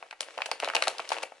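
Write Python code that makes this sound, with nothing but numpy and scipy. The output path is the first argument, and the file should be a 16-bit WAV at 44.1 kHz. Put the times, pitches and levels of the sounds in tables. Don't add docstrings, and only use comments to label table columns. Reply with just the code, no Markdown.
import sys
import numpy as np
from scipy import signal
from scipy.fft import rfft, irfft
from scipy.io import wavfile
from scipy.ndimage import uniform_filter1d

SR = 44100
rng = np.random.default_rng(int(sys.argv[2]) if len(sys.argv) > 2 else 0)


def pcm_store(signal):
    levels = np.round(np.clip(np.atleast_2d(signal), -1, 1) * 32767)
    wavfile.write(sys.argv[1], SR, levels.astype(np.int16).T)


N = 61739

# (f/Hz, relative level/dB)
AIR_SPECTRUM = [(25, 5.5), (100, -8), (500, 0.5), (10000, -27)]
# (t/s, level/dB)
HAND_EFFORT = [(0, -56.5), (0.191, -62), (.225, -50), (.35, -51), (.54, -50), (0.589, -54), (0.639, -41),
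               (.72, -49), (.78, -42), (.88, -42.5), (.96, -47.5), (1.07, -47.5), (1.14, -41.5),
               (1.28, -56.5), (1.4, -59)]
# (t/s, relative level/dB)
STRONG_FOLDS = [(0.28, -45.5), (0.2858, -35), (0.307, -35), (0.41, -35), (0.535, -33), (0.656, -26),
                (0.8538, -25), (0.8925, -31), (1.049, -40), (1.176, -27.5), (1.2227, -29), (1.226, -27)]
# (f/Hz, relative level/dB)
RUSTLE_COLOUR = [(30, -32), (150, -61), (280, -7), (520, 5.5), (900, 1), (1800, 2.5), (2700, 3),
                 (3600, 0.5), (6500, -5), (11000, -11.5)]
# (t/s, decay/ms, relative level/dB in low, low-mid, high-mid and treble bands,
# wide panel f/Hz, small facet f/Hz)
BUCKLES = [(0.0265, 0.87, -42, -30.5, -43.5, -67, 630, 2600),
           (0.1099, 2, -50, -40.5, -33.5, -49, 1530, 2340), (0.1271, 3.4, -43.5, -35, -43, -61, 780, 2020),
           (0.2072, 1.03, -36, -30.5, -24.5, -27.5, 520, 3270),
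           (0.216, 2.4, -38.5, -55, -42, -37.5, 554, 3970), (0.2294, 1.6, -55, -43, -37.5, -49, 1200, 3000),
           (0.3789, 0.9, -35, -35, -31.5, -46, 626, 2760), (0.3869, 0.8, -32, -27.5, -50, -63.5, 880, 1870),
           (0.4052, 1.4, -41.5, -29.5, -44, -60, 825, 1830),
           (0.419, 0.88, -40, -26.5, -21, -43.5, 1080, 2430),
           (0.4589, 2.6, -33.5, -35.5, -29.5, -37, 1640, 3000),
           (0.4611, 3.3, -41, -37.5, -37, -38.5, 950, 2320),
           (0.5148, 0.71, -37, -24, -22.5, -31.5, 970, 4760),
           (0.5192, 0.44, -33.5, -35, -33.5, -73, 590, 2430),
           (0.6012, 0.4, -43, -33, -29, -34.5, 1500, 2830), (0.624, 3.4, -34.5, -35.5, -30, -64, 814, 2120),
           (0.6308, 2.6, -26.5, -24.5, -41, -68, 433, 2070),
           (0.6367, 1.8, -28, -28.5, -33, -50, 1030, 2780),
           (0.6459, 0.42, -40, -34.5, -24.5, -38, 1640, 3900),
           (0.675, 1.6, -52, -26.5, -36, -64, 850, 2260), (0.687, 0.8, -42.5, -30, -29, -40.5, 1220, 2940),
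           (0.6911, 1.1, -32.5, -36, -36, -57, 854, 2800),
           (0.7004, 0.38, -37.5, -24, -30.5, -46, 1510, 2280),
           (0.7357, 1.6, -36, -29, -37, -54, 1330, 1890), (0.7499, 0.85, -23.5, -24.5, -21, -29, 554, 2230),
           (0.7534, 1.13, -25, -29.5, -18.5, -27, 910, 2750), (0.765, 1.3, -29, -22, -17.5, -34, 860, 2660),
           (0.8231, 1.4, -32, -19.5, -20.5, -49, 546, 2000),
           (0.8238, 0.43, -30, -25.5, -22.5, -27, 1390, 4070),
           (0.8368, 3.2, -34, -38, -26, -34.5, 1750, 3950),
           (0.8718, 2.1, -33, -22.5, -25.5, -40, 1330, 3750),
           (0.8807, 1.14, -21.5, -29, -20, -25, 1540, 4010),
           (0.9832, 0.83, -54, -74, -28, -42.5, 1020, 5100),
           (0.9947, 2.1, -34.5, -21.5, -43, -49, 850, 2420), (1.0005, 1.9, -31, -41, -27.5, -49, 640, 2280),
           (1.0912, 0.55, -62, -65, -30, -35, 830, 5540), (1.104, 2.2, -33, -31.5, -37, -40.5, 657, 3760),
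           (1.1182, 0.8, -29.5, -19.5, -28.5, -42, 547, 3540),
           (1.1215, 2.6, -37.5, -34.5, -26.5, -38, 1150, 2430),
           (1.1303, 3.1, -38.5, -30, -32.5, -37.5, 980, 2400),
           (1.1667, 1.8, -34.5, -32, -34, -58, 770, 2780), (1.1847, 0.36, -36, -37, -32.5, -45, 1060, 2720),
           (1.2303, 3.2, -40, -31.5, -33.5, -33.5, 970, 2740),
           (1.2342, 2.2, -29, -33, -28.5, -52, 730, 2390), (1.3207, 1.04, -39, -39.5, -60, -65, 776, 2300)]
CREASE_BAND_EDGES = np.array([250, 900, 2000, 4500, 11000])
# (f/Hz, level/dB)
PAPER_COLOUR = [(40, -38.5), (110, -30.5), (200, -25), (300, -14), (480, -5.5), (680, 0), (1800, -4.5),
                (2750, 0.5), (3400, -5), (4200, 2), (6500, 0.5), (10500, -2.5)]
# (t/s, relative level/dB, f/Hz at the peak)
PANEL_FLIPS = [(0.376, -25, 680), (0.4895, -30, 720), (0.5162, -22.5, 713), (0.631, -21, 620),
               (0.6762, -20, 616), (0.7505, -18, 890), (0.8738, -17, 755), (0.883, -23, 684),
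               (0.926, -31, 541), (0.9498, -36.5, 900), (1.119, -15.5, 895), (1.2345, -24, 415)]
# (t/s, left over right level/dB)
HAND_POSITION = [(.2, 1.8), (.7, 1), (.9, 0.9), (1.1, 3)]
# (f/Hz, side amplitude/0-1)
SIDE_SHARE = [(100, 0), (600, 0.26), (1500, 0.32), (4000, 0.45), (10000, 0.47)]
HOLLOW_MODES = [471, 541.6, 657, 759, 881, 1585, 2248]
# (f/Hz, T60/s)
ROOM_DECAY = [(200, 0.39), (2500, 0.27), (5500, 0.17), (10000, 0.14)]
# (f/Hz, level/dB)
TAIL_COLOUR = [(100, -4.5), (500, -5), (1200, -7), (2700, -4.5), (4000, -8), (10000, 4)]


def amp(db):
    return 10 ** (np.asarray(db) / 20)


def unit_rms(x):
    return x / np.sqrt(np.mean(x ** 2) + 1e-20)


def at_hz(points, hz):
    f, value = np.transpose(points)
    return np.interp(np.log(hz + 1), np.log(f + 1), value)


def at_time(points, s):
    return np.interp(s, *np.transpose(points))


def add(mix, s, sound):
    start = round(s * SR)
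    part = mix[:, max(start, 0):start + sound.shape[1]]
    part += sound[:, max(-start, 0):][:, :part.shape[1]]


def colour(x, points):
    hz = np.fft.rfftfreq(x.shape[-1], 1 / SR)
    return irfft(rfft(x) * amp(at_hz(points, hz)), x.shape[-1])


def pan(left_db):
    return amp(np.array([[left_db], [-left_db]]) / 2)


def stereo_pair(spectra, hz):
    share = at_hz(SIDE_SHARE, hz)
    mid, side = np.sqrt(1 - share ** 2) * spectra[0], share * spectra[1]
    return np.array([mid + side, mid - side])


def bell(hz, centre_hz, octaves):
    return np.exp(-.5 * (np.log2((hz + 1) / centre_hz) / octaves) ** 2)


def minimum_phase(gain):
    cepstrum = irfft(np.log(gain + 1e-9))
    half = len(cepstrum) // 2
    return np.exp(rfft(np.r_[cepstrum[0], 2 * cepstrum[1:half], np.zeros(half)]))


def still_air(level_db=-79):
    return amp(level_db) * unit_rms(colour(rng.standard_normal((2, N)), AIR_SPECTRUM))


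def rustle(folds_per_s=240, fold_ms=1.58, fold_top_hz=2180, rub_db=-4.5):
    hz = np.fft.rfftfreq(N, 1 / SR)
    effort = amp(at_time(HAND_EFFORT, np.arange(N) / SR))
    ticks = (rng.random(N) < folds_per_s / SR) * effort
    ticks *= amp(2 + 2.5 * np.minimum(rng.exponential(1, N), 2))
    for s, db in STRONG_FOLDS:
        ticks[round(s * SR)] += amp(db)
    bursts = signal.lfilter([1], [1, -np.exp(-1000 / (fold_ms * SR))], ticks)
    folds = rfft(bursts * rng.standard_normal((2, N))) / (1 + 1j * hz / fold_top_hz)
    rub = rfft(amp(rub_db) * effort * rng.standard_normal((2, N)))
    tone = unit_rms(amp(at_hz(RUSTLE_COLOUR, hz)))
    return pan(left_db=2) * irfft(stereo_pair(folds + rub, hz) * tone, N)


def fibre_slips(ms, hz, decay_ms, shiver_db=-25, shiver_ms=17.3, shiver_top_hz=2580):
    rise_ms = 0.077 * decay_ms
    slips = (1 - np.exp(-ms / rise_ms)) * rng.standard_normal((2, len(ms)))
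    snap = rfft(slips * np.exp(-ms / decay_ms))
    shiver = rfft(slips * np.exp(-ms / shiver_ms)) * amp(shiver_db) / (1 + 1j * hz / shiver_top_hz)
    spectrum = stereo_pair(snap + shiver, hz)
    return spectrum / np.sqrt(uniform_filter1d(abs(spectrum) ** 2, size=26, axis=1) + 1e-12)


def creases(panel_db=6, facet_db=7, bend_ms=0.42, size=4096):
    out = np.zeros((2, N))
    hz, lead = np.fft.rfftfreq(size, 1 / SR), size // 8
    ms = np.maximum(np.arange(size) - lead, 0) * 1000 / SR
    centres_hz = np.sqrt(CREASE_BAND_EDGES[1:] * CREASE_BAND_EDGES[:-1])
    dispersion = np.exp(-4j * np.pi * bend_ms * np.sqrt(hz / 1000))
    for s, decay_ms, *bands_db, panel_hz, facet_hz in BUCKLES:
        slips = fibre_slips(ms, hz, max(decay_ms, .5))
        density_db = np.array(bands_db) - 10 * np.log10(np.diff(CREASE_BAND_EDGES))
        ring_db = panel_db * bell(hz, panel_hz, octaves=.19) + facet_db * bell(hz, facet_hz, octaves=.11)
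        gain = amp(at_hz(np.c_[centres_hz, density_db], hz) + ring_db + at_hz(PAPER_COLOUR, hz))
        crack = SR * np.sqrt(.001) * irfft(slips * minimum_phase(gain) * dispersion)
        left_db = at_time(HAND_POSITION, s) + rng.standard_normal()
        add(out, s - lead / SR - bend_ms / 2000, pan(left_db) * crack)
    return out


def pops(rise_ms=1.15, sag_octaves_per_ms=0.025):
    out = np.zeros((2, N))
    ms = np.arange(SR // 50) * 1000 / SR
    swing = (ms / rise_ms * np.exp(1 - ms / rise_ms)) ** 2
    sag = 2 ** (-sag_octaves_per_ms * (ms - rise_ms))
    for s, db, hz in PANEL_FLIPS:
        turns = np.cumsum(hz * sag) / SR + rng.random()
        pop = amp(db) * swing * np.sin(2 * np.pi * turns)
        add(out, s, pan(at_time(HAND_POSITION, s)) * pop)
    return colour(out, PAPER_COLOUR)


def hollow(bag, gain_db=-5.5, width_hz=22):
    modes = [signal.iirpeak(hz, hz / width_hz, SR) for hz in HOLLOW_MODES]
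    return amp(gain_db) * sum(signal.lfilter(b, a, bag.mean(0)) for b, a in modes)


def room(bag, send_db=-9, echoes_per_s=4000, build_ms=1.8, width=0.25, size=22050):
    echoes = rng.standard_normal((2, size)) * (rng.random((2, size)) < echoes_per_s / SR)
    echoes *= 1 - np.exp(-(np.arange(size) / SR * 1000 / build_ms) ** 2)
    hz, t, spectra = signal.stft(echoes, SR, nperseg=256)
    decay = amp(-60 * t / at_hz(ROOM_DECAY, hz)[:, None])
    tail = signal.istft(spectra * decay, SR, nperseg=256)[1]
    mid, side = tail / np.linalg.norm(tail, axis=1, keepdims=True)
    response = np.array([mid + width * side, mid - width * side])
    return amp(send_db) * colour(signal.fftconvolve(bag, response, axes=1), TAIL_COLOUR)[:, :N]


def scene():
    bag = creases() + pops() + rustle()
    treble = signal.sosfiltfilt(signal.butter(2, 3000, "high", fs=SR, output="sos"), bag)
    bag += (pan(left_db=1.5) - 1) * treble
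    bag[1] = np.r_[0, bag[1, :-1]]
    return bag + hollow(bag) + room(bag) + still_air()


def record(dry):
    lowpass = signal.firwin(91, 11100, window=("kaiser", 7), fs=SR)
    return signal.oaconvolve(dry, lowpass[None], "same")


dry = scene()
out = record(dry)
pcm_store(out)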